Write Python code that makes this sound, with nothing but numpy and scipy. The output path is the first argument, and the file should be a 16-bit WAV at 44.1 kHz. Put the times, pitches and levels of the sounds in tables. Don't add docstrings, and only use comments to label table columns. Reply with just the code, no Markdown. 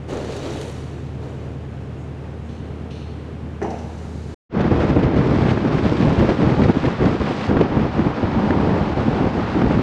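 import sys
import numpy as np
from scipy import signal
from scipy.fft import rfft, irfft, next_fast_len
from scipy.io import wavfile

SR = 44100
rng = np.random.default_rng(int(sys.argv[2]) if len(sys.argv) > 2 else 0)


def generate_wav(signal):
    frames = np.transpose(np.atleast_2d(signal))
    scaled = np.clip(frames, -1, 1) * 32767
    pcm = np.round(scaled).astype(np.int16)
    wavfile.write(sys.argv[1], SR, pcm)


N = 433062
TIME = np.arange(N) / SR


def amp(db):
    return 10 ** (np.asarray(db) / 20)


def unit_rms(x):
    return x / np.sqrt(np.mean(x ** 2) + 1e-20)


def curve(rows, column=1):
    rows = np.array(rows)
    return np.interp(TIME, rows[:, 0], rows[:, column])


def filtered(x, gain):
    size = next_fast_len(len(x), True)
    hz = np.fft.rfftfreq(size, 1 / SR) + 1e-3
    return unit_rms(irfft(rfft(x, size) * gain(hz), size)[:len(x)])


def coloured(x, spectrum):
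    hz, db = np.transpose(spectrum)
    return filtered(x, lambda f: amp(np.interp(np.log(f), np.log(hz + 1e-3), db)))


def ringing(x, modes):
    return filtered(x, lambda f: sum(amp(db) / (1 + (2 * (f - hz) / width) ** 2)
                                     for hz, width, db in modes))


def white(size=N):
    return rng.standard_normal(size)


def flutter(low_hz, high_hz, step=8):
    def band(f):
        return 1 / np.sqrt((1 + (low_hz * step / f) ** 4) * (1 + (f / step / high_hz) ** 4))
    coarse = TIME[::step]
    return np.interp(TIME, coarse, filtered(white(len(coarse)), band))


def clicks(per_s, spread_db):
    at = np.flatnonzero(rng.random(N) < per_s / SR)
    out = np.zeros(N)
    out[at] = rng.choice([-1, 1], len(at)) * amp(spread_db * np.minimum(rng.exponential(1, len(at)), 3))
    return unit_rms(out)


def decay(start, t60, rise_s):
    envelope, live = np.zeros(N), slice(int(start * SR), int((start + 1.4 * t60) * SR))
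    age = np.maximum(TIME[live] - start, 0)
    envelope[live] = (1 - np.exp(-age / rise_s)) * np.exp(-np.log(1000) * age / t60)
    return envelope


def swell(start, length, rise_s, release_s):
    envelope, live = np.zeros(N), slice(int(start * SR), int((start + length + 8 * release_s) * SR))
    age = TIME[live] - start
    envelope[live] = np.clip(age / rise_s, 0, 1) * np.exp(-np.maximum(age - length, 0) / release_s)
    return envelope


# f/Hz, relative level/dB
TRAFFIC_SPECTRUM = [(20, -50), (38, -19), (60, -19.5), (130, -12), (250, -14.5), (420, -11), (600, -19),
                    (720, -19.5), (860, -21.5), (1000, -25), (2900, -33.5), (4500, -43.5), (7000, -49),
                    (10000, -57), (13000, -68), (16000, -86)]

def traffic(level_db=-40):
    return amp(level_db + 0.5 * flutter(0.71, 5.1)) * coloured(white(), TRAFFIC_SPECTRUM)


# f/Hz, relative level/dB
HISS_SPECTRUM = [(1760, -37), (3000, -3), (3200, -9), (3760, 2.5), (4650, -0.5), (5360, -3.5), (6540, -1.5),
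                 (10900, -16.5), (14000, -36)]

def hiss(level_db=-55.5, start=3.57, rise_s=0.23):
    growth = 1 - np.exp(-np.maximum(TIME - start, 0) / rise_s)
    return amp(level_db) * growth * coloured(white(), HISS_SPECTRUM)


# t/s, duration/s, f/Hz, level/dB
SQUEAKS = [(1.965, .06, 6720, -66), (2.425, .045, 6660, -66), (2.49, .09, 6250, -66)]

def squeaks(width_hz=220, rub_band=(7300, 2400, -11)):
    out = np.zeros(N)
    for t, length, hz, db in SQUEAKS:
        envelope = amp(db) * swell(0, length, rise_s=0.025, release_s=0.038)[:SR]
        out[int(t * SR):][:SR] += envelope * ringing(white(SR), [(hz, width_hz, 0), rub_band])
    return out


# t/s, relative level/dB
CLINKS = [(2.488, -54), (2.905, -47)]
# f/Hz, bandwidth/Hz, relative level/dB, reverberation T60/s
CLINK_MODES = [(2510, 400, -6, 1.2), (2930, 600, -2.5, 1.1), (3540, 600, -6, 1.4), (4100, 600, -5.5, 1.4),
               (4350, 320, -10.5, 1.6), (5300, 900, -12.5, 1.1), (5990, 400, -13, 1.1),
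               (6500, 500, -18, 1.1), (8700, 2000, -19, 1.3)]

def clinks(strike_db=2, echo_db=-1, echo_rise_s=0.018):
    out, age = np.zeros(N), TIME[:SR]
    strike = amp(strike_db) * decay(0, t60=0.13, rise_s=0.002)[:SR]
    for t, db in CLINKS:
        for hz, width, mode_db, t60 in CLINK_MODES:
            echo = amp(echo_db) * (1 - np.exp(-age / echo_rise_s)) * np.exp(-np.log(1000) * age / t60)
            envelope = amp(db + mode_db) * np.hypot(strike, echo)
            out[int(t * SR):][:SR] += envelope * ringing(white(SR), [(hz, width, 0)])
    return out


# f/Hz, bandwidth/Hz, relative level/dB
SIZZLE_BANDS = [(8800, 1500, 2), (10800, 1100, -5)]

def sizzle(level_db=-58):
    envelope = amp(level_db) * swell(start=0.5, length=0.17, rise_s=0.06, release_s=0.13)
    return envelope * ringing(clicks(per_s=3000, spread_db=3), SIZZLE_BANDS)


# t/s, f/Hz, level/dB
TICKS = [(.088, 8200, -51), (.100, 9500, -50), (.108, 6200, -42), (.134, 6500, -40), (.323, 4200, -37),
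         (.365, 9500, -43), (.613, 9000, -41), (.696, 9300, -48), (.713, 10500, -50)]

def ticks(width_hz=2600):
    out = np.zeros(N)
    envelope = decay(0, t60=0.016, rise_s=0.0003)[:SR]
    for t, hz, db in TICKS:
        out[int(t * SR):][:SR] += amp(db) * envelope * ringing(white(SR), [(hz, width_hz, 0)])
    return out


# f/Hz, bandwidth/Hz, relative level/dB
JINGLE_MODES = [(2950, 110, 3), (3800, 110, 4), (4480, 130, 1), (5870, 170, 1), (6860, 140, -4),
                (7600, 200, -5), (9260, 200, -9)]

def jingle():
    out = np.zeros(N)
    for hz, width, db in JINGLE_MODES:
        resonator = signal.iirpeak(hz, hz / width, fs=SR)
        out += amp(db) * unit_rms(signal.lfilter(*resonator, clicks(per_s=90, spread_db=3)))
    return unit_rms(out)


# t/s, duration/s, initial body level/dB, grit level/dB
STROKES = [(0.072, 0.14, -28.5, -44), (0.26, 0.19, -32, -44), (0.414, 0.16, -31, -44),
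           (0.603, 0.099, -46, -52), (1.204, 0.037, -35.5, -53)]
# t/s, level/dB
BUMPS = [(.122, -21), (.165, -26), (.2, -23), (.452, -23.5), (.548, -26)]
# t/s, relative level/dB
SNAGS = [(.088, -52), (.107, -47), (.136, -44), (.171, -42), (.245, -36), (.322, -39), (.364, -35),
         (.427, -44), (.473, -46), (.533, -46), (.570, -42), (0.613, -31), (.628, -40), (.696, -40)]
# f/Hz, relative level/dB
BODY_SPECTRUM = [(120, -8), (280, 0), (440, 3.5), (600, -2.5), (900, -11), (1500, -18.5), (2500, -26),
                 (8000, -69)]
# f/Hz, relative level/dB
GRIT_SPECTRUM = [(700, -2), (1500, -3), (3000, -2), (4300, -3.5), (5100, -9.5), (6600, -7), (9000, -18),
                 (11000, -24), (13000, -35), (15500, -48)]

def scrape(sag_db_per_s=5.5, snag_db=-1, crackle_db=-5, jingle_db=-8):
    body_power, rub_power = np.zeros(N), np.zeros(N)
    for t, length, body_db, grit_db in STROKES:
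        stroke = swell(t, length, rise_s=0.03, release_s=0.24)
        body_power += (stroke * amp(body_db - sag_db_per_s * (TIME - t))) ** 2
        rub_power += (stroke * amp(grit_db)) ** 2
    bumps = sum(amp(db) * decay(t, t60=0.11, rise_s=0.0037) for t, db in BUMPS)
    snags = sum(amp(db + snag_db) * decay(t, t60=0.034, rise_s=0.00083) for t, db in SNAGS)
    body = np.sqrt(body_power + bumps ** 2) * coloured(white(), BODY_SPECTRUM)
    grit = coloured(white() + amp(crackle_db) * clicks(per_s=900, spread_db=3), GRIT_SPECTRUM)
    rub = np.sqrt(rub_power)
    return body + (rub + snags) * grit + amp(jingle_db) * rub * jingle()


# t/s, panel level/dB, latch level/dB
DOOR_CONTACTS = [(3.615, -26, -52), (3.625, -24, -41.5), (3.642, -21, -55), (3.703, -27, -42.5),
                 (3.785, -48, -46), (3.982, -57, -50)]
# f/Hz, level/dB, T60/s
BOOM_MODES = [(205, -24, .2), (231, -33, .45), (335, -19.5, .33), (390, -19, .25), (425, -22, .2),
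              (696, -36, .55), (777, -33, .7), (912, -38, .85)]
# f/Hz, bandwidth/Hz, relative level/dB
PANEL_MODES = [(200, 80, 1), (339, 67, 3), (410, 120, -3.5), (550, 160, -4), (764, 300, 2.5), (886, 51, -4),
               (1780, 1000, -18.5), (2850, 300, -30)]
LATCH_MODES = [(2840, 500, 2), (4230, 1000, 0.5), (5300, 400, -8), (5970, 600, 4), (7200, 1300, -7),
               (9500, 1500, -16.5)]
CRACK_MODES = [(1330, 450, 4.5), (1900, 360, 2)]
RING_MODES = [(2552, 120, -1), (2790, 100, -4), (3020, 130, -3)]

def door(panel_echo_db=-8, latch_echo_db=-12):
    panel_power, latch_power = np.zeros(N), np.zeros(N)
    for t, panel_db, latch_db in DOOR_CONTACTS:
        thud = decay(t, t60=0.12, rise_s=0.0028)
        snap = decay(t, t60=0.075, rise_s=0.001)
        echo = decay(t, t60=1.0, rise_s=0.0096)
        panel_power += amp(panel_db) ** 2 * (thud ** 2 + (amp(panel_echo_db) * echo) ** 2)
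        latch_power += amp(latch_db) ** 2 * (snap ** 2 + (amp(latch_echo_db) * echo) ** 2)
    shut = DOOR_CONTACTS[0][0]
    boom = sum(amp(db) * decay(shut, t60, rise_s=0.0028) * np.sin(2 * np.pi * (hz * TIME + rng.random()))
               for hz, db, t60 in BOOM_MODES)
    crack = amp(-30) * decay(shut, t60=0.12, rise_s=0.0015) * ringing(white(), CRACK_MODES)
    ring = amp(-53) * decay(shut, t60=1.1, rise_s=0.01) * ringing(white(), RING_MODES)
    panel = np.sqrt(panel_power) * ringing(white(), PANEL_MODES)
    latch = np.sqrt(latch_power) * ringing(white(), LATCH_MODES)
    return crack + boom + ring + panel + latch


# t/s, firing rate/Hz, relative level of the tones/dB
IDLE = [(0, 77.4, -36), (.6, 77.4, -34.7), (1.3, 76.6, -33.7), (2.2, 76.1, -34.2), (2.5, 77.3, -34.2),
        (3.3, 77.3, -34.7), (4.34, 77.3, -34)]
# order of the eight-cylinder cycle, relative level/dB
EXHAUST_SIDE = [(4, -27), (5, -26), (6, -23), (7, -35), (8, 0), (9, -10), (10, -36), (11, -5.5), (12, -5),
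                (13, -6.5), (14, -1.5), (15, -4.5), (16, -17), (17, -39), (18, -23), (19, -22.5), (20, -12),
                (21, -14), (22, -23), (23, -14.5), (24, -31), (29, -13)]
EXHAUST_REAR = [(4, -23), (5, -25), (6, -19), (7, -12), (8, 2), (9, -8), (10, -11), (11, -5.5), (12, -28),
                (13, -11), (14, -5), (15, -8.5), (16, -20), (17, -9), (18, -15), (19, -7.5), (20, -28),
                (21, -15), (22, -27), (23, -16), (24, -5), (29, -14.5)]
# t/s, position (0 beside the truck, 1 behind it)
LISTENER_PATH = [(2.1, 0.045), (2.5, 1), (3.2, 0.51), (3.9, 1)]
CYLINDER_LEVELS = [2.5, -5, -8, 1.5, 4, 1, 0.5, -2]
# f/Hz, relative level/dB
PUFF_SPECTRUM = [(90, -38), (170, -4), (270, -1), (360, -6), (420, -4.5), (560, -14), (1500, -25),
                 (3600, -41), (9000, -54), (14000, -91)]

def engine(tones_db=4, puffs_db=-39.5, hunting=0.003, wobble=0.14, puff_firings=0.45, steady_flow=0.93):
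    firings = np.cumsum(curve(IDLE) * (1 + hunting * flutter(2, 4.9))) / SR
    cycles = firings / len(CYLINDER_LEVELS)
    behind, tones = curve(LISTENER_PATH), np.zeros(N)
    for (order, side_db), (_, rear_db) in zip(EXHAUST_SIDE, EXHAUST_REAR):
        height = (1 - behind) * amp(side_db) + behind * amp(rear_db)
        per_cycle = 1 + wobble * white(60)
        unsteady = np.interp(cycles, np.arange(len(per_cycle)), per_cycle)
        tones += height * unsteady * np.cos(2 * np.pi * (order * cycles + rng.random()))
    count = firings.astype(int)
    strength = amp(np.take(CYLINDER_LEVELS, count, mode="wrap") + white(2000)[count])
    gas_flow = steady_flow + strength * np.exp(-(firings % 1) / puff_firings)
    puffs = coloured(white() * gas_flow, PUFF_SPECTRUM)
    tone_gain = amp(curve(IDLE, column=2) + tones_db + 0.6 * flutter(3.4, 5.6))
    return tone_gain * unit_rms(tones) + amp(puffs_db) * puffs


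def lee(outside=0, inside=1, start=6.58, crossing_s=0.26):
    return outside + (inside - outside) * np.clip((TIME - start) / crossing_s, 0, 1)


# t/s, duration/s, depth/dB
LULLS = [(4.675, .025, 3), (4.843, 0.018, 2.5), (5.075, .055, 3), (5.536, 0.13, 2), (5.682, .02, 7),
         (5.798, 0.02, 2), (5.945, .025, 1), (6.345, .04, 0), (6.536, 0.024, 0), (6.71, 0.028, 5),
         (6.79, .035, 1.5), (6.914, 0.093, 5.5), (7.156, .035, 3), (7.633, 0.049, 4.5), (7.876, 0.047, 5.5),
         (8.106, 0.051, 6), (8.929, .02, 7), (9.295, 0.028, 5), (9.44, 0.034, 4.5)]

def lull_gain():
    return amp(-sum(db * swell(t, length, rise_s=0.021, release_s=0.0064) for t, length, db in LULLS))


# t/s, duration/s, relative level/dB
GUSTS = [(4.528, 0.082, -16), (4.635, 0.045, -15), (4.698, 0.16, -16.5), (4.874, 0.046, -14.5),
         (4.945, 0.048, -14.5), (5.008, 0.15, -17.5), (5.152, 0.06, -13.5), (5.229, 0.24, -16.5),
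         (5.467, 0.056, -14), (5.639, 0.081, -16), (5.719, 0.035, -17), (5.829, 0.039, -16),
         (5.904, 0.018, -16), (5.988, .14, -15.5), (6.174, 0.076, -12), (6.28, 0.041, -12.5),
         (6.386, 0.15, -15), (6.569, 0.094, -14), (6.675, 0.03, -11), (6.75, 0.025, -17),
         (6.827, 0.056, -14.5), (6.984, 0.1, -12), (7.096, 0.065, -19.5), (7.196, 0.022, -12.5),
         (7.295, 0.019, -17.5), (7.476, 0.19, -15.5), (7.707, 0.11, -20.5), (7.803, 0.057, -18),
         (7.97, 0.048, -18), (8.04, 0.038, -15.5), (8.207, 0.075, -19), (8.33, 0.15, -18.5),
         (8.51, 0.31, -17.5), (8.961, 0.07, -19.5), (9.054, 0.13, -21), (9.19, 0.089, -15.5),
         (9.345, 0.058, -19), (9.538, 0.26, -16.5)]
OPEN_FLOW_DB, LEE_FLOW_DB = -19.5, -26.5

def air_force():
    steady = amp(lee(OPEN_FLOW_DB, LEE_FLOW_DB))
    gust_power = sum((amp(db) * swell(t, length, rise_s=0.014, release_s=0.0096)) ** 2
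                     for t, length, db in GUSTS)
    return lull_gain() * np.sqrt(steady ** 2 + gust_power)


# t/s, relative level/dB
RUSH_LEVELS = [(4.56, -55), (4.85, -40.5), (5.1, -55), (5.25, -41.5), (5.5, -39.5), (5.65, -41.5),
               (5.95, -37.5), (6.5, -41), (6.95, -40.5), (7.15, -41), (7.3, -39.5), (7.46, -37),
               (7.58, -54), (7.9, -48.5), (8.7, -44.5), (9.82, -44)]
# f/Hz, relative level/dB
RUSH_SPECTRUM = [(800, -34.5), (2200, 0.5), (3500, -3.5), (5000, -9.5), (8000, -23), (10000, -36),
                 (14000, -61), (17000, -83)]

def air_rush(force, gain_db=-2, flicker_db=2, gust_share=0.13):
    gusting = 1 + lee(gust_share, 0) * (force / amp(OPEN_FLOW_DB) - 2)
    level_db = curve(RUSH_LEVELS) + gain_db + flicker_db * flutter(14, 170)
    return lull_gain() * gusting * amp(level_db) * coloured(white(), RUSH_SPECTRUM)


# t/s, level/dB
DRONE_LEVELS = [(4.5, -42), (6.5, -42.5), (7.8, -26.5), (8.8, -23.5), (9.82, -28)]
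# f/Hz, bandwidth/Hz, relative level/dB
DRONE_MODES = [(214, 53, 2.5), (294, 55, -5), (800, 370, -10)]

def trailer(sway_db=1.5):
    level_db = curve(DRONE_LEVELS) + sway_db * flutter(3.6, 23)
    return lull_gain() * amp(level_db) * ringing(white(), DRONE_MODES)


# f/Hz, relative level/dB
TYRE_SPECTRUM = [(25, -45), (60, -14.5), (110, 2), (200, -2.5), (300, -10), (430, -6.5), (650, -11.5),
                 (850, -12), (1150, -12), (2000, -20), (3000, -26.5), (5000, -36), (8000, -55),
                 (15000, -86.5)]

def tyres(open_db=-27.5, lee_db=-26, sway_db=1, lull_share=0.2):
    level_db = lee(open_db, lee_db) + sway_db * flutter(1, 8)
    return lull_gain() ** lull_share * amp(level_db) * coloured(white(), TYRE_SPECTRUM)


# f/Hz, relative level/dB
RUMBLE_SPECTRUM = [(15, -25), (45, -10), (75, 0), (130, -15), (300, -40.5), (2000, -100)]

def rumble(force, open_db=-18, lee_db=-17, roll_db=1, wake_db=-35, wake_start=7.4, wake_rise_s=0.5):
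    gusts = force * amp(lee(open_db, lee_db))
    wake = amp(wake_db) * np.clip((TIME - wake_start) / wake_rise_s, 0, 1)
    return np.hypot(gusts, wake) * amp(roll_db * flutter(0.79, 5)) * coloured(white(), RUMBLE_SPECTRUM)


# t/s, duration/s, relative level/dB
SPITS = [(4.605, 0.011, -31), (4.8, .03, -34), (4.894, .012, -32), (4.987, .01, -35), (5.027, 0.016, -32),
         (5.158, 0.033, -36), (5.483, 0.034, -32), (5.782, .01, -36), (5.852, .012, -33), (5.873, .01, -34),
         (5.965, .01, -32), (6.021, .01, -33), (6.186, .012, -32.5), (6.291, .012, -28), (6.402, .025, -37),
         (6.493, .012, -34), (6.615, .008, -31), (6.634, 0.012, -29.5), (6.69, .012, -36),
         (6.849, 0.013, -31), (7.053, 0.011, -28.5), (7.608, 0.006, -28)]
# f/Hz, relative level/dB
SPIT_SPECTRUM = [(300, -27), (900, 5.5), (2000, 7.5), (4500, -5), (7000, -19.5), (10000, -37), (16000, -80)]

def spits(force, open_db=-22, lee_db=-28, loud_db=-1, per_s=22, width_s=0.0024):
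    tears = (rng.random(N) < per_s / SR) * rng.uniform(0.38, 1, N)
    pulse = signal.windows.gaussian(SR // 10, width_s * SR / 2)
    small_power = abs(signal.oaconvolve(tears, pulse, "same")) * (amp(lee(open_db, lee_db)) * force) ** 2
    loud_power = sum((amp(db + loud_db) * swell(t, length, rise_s=0.002, release_s=0.006)) ** 2
                     for t, length, db in SPITS)
    crackle = coloured(clicks(per_s=2400, spread_db=0.5), SPIT_SPECTRUM)
    return np.sqrt(small_power + loud_power) * crackle


# f/Hz, relative level/dB
BUFFET_SPECTRUM = [(15, -38), (25, -25.5), (60, -5), (110, 0.5), (200, 0.5), (320, -2), (600, -11),
                   (1000, -17), (2000, -27), (4200, -46), (6500, -56.5), (9000, -76), (12000, -94),
                   (16000, -120)]
# t/s, relative level/dB
SLAPS = [(4.61, 2.5), (4.715, 4), (5.066, 3), (5.574, 3), (5.65, 1), (5.784, 4.5), (6.234, -1.5), (6.29, 8),
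         (6.426, 5.5), (6.52, 3.5), (6.621, 7), (6.696, 8.5), (6.839, 2.5), (7.06, 4), (7.568, 8),
         (7.61, 10.5), (7.77, 5), (7.992, 2), (8.506, 8), (9.083, 4.5), (9.619, 6), (9.709, 4)]

def wind(force, gust_db=-0.1, slap_db=-9, slap_rasp_db=2, rasp_hz=700, deep_hz=130, lee_depth=0.88):
    pressure = coloured(white(), BUFFET_SPECTRUM)
    low = signal.sosfiltfilt(signal.butter(2, rasp_hz, fs=SR, output="sos"), pressure)
    deep = signal.sosfiltfilt(signal.butter(2, deep_hz, fs=SR, output="sos"), pressure)
    eddy_db = 5 * np.tanh(flutter(24, 84) / 2)
    gusts = amp(gust_db) * force * unit_rms(amp(eddy_db))
    tearing = unit_rms(amp(3 * flutter(30, 320)))
    rasp = amp(lee(-3, -4)) * tearing * (pressure - low)
    slaps = sum(amp(db + slap_db) * decay(t - 0.001, t60=0.037, rise_s=0.0011) for t, db in SLAPS)
    depth = lee(1, lee_depth) * unit_rms(amp(2 * flutter(2, 15)))
    buffet = low - deep + depth * deep
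    return np.hypot(gusts, slaps) * buffet + np.hypot(gusts, amp(slap_rasp_db) * slaps) * rasp


def scene(porch_end=4.345, cut_s=0.0016, ride_start=4.493, fade_s=0.089):
    porch = engine() + traffic() + scrape() + ticks() + sizzle() + clinks() + squeaks() + door() + hiss()
    force = air_force()
    ride = wind(force) + spits(force) + rumble(force) + tyres() + air_rush(force) + trailer()
    porch_on = np.clip(np.minimum(TIME, porch_end - TIME) / cut_s, 0, 1)
    ride_on = np.clip((TIME - ride_start) / fade_s, 0, 1) ** 1.4
    return (porch * porch_on + ride * ride_on)[None]


def record(dry, ceiling=0.69, cutoff_hz=15300):
    rounded = ceiling * np.tanh(dry / ceiling)
    low_pass = signal.firwin(511, cutoff_hz, window=("kaiser", 9), fs=SR)
    return signal.oaconvolve(rounded, low_pass[None], "same")


dry = scene()
out = record(dry)
generate_wav(out)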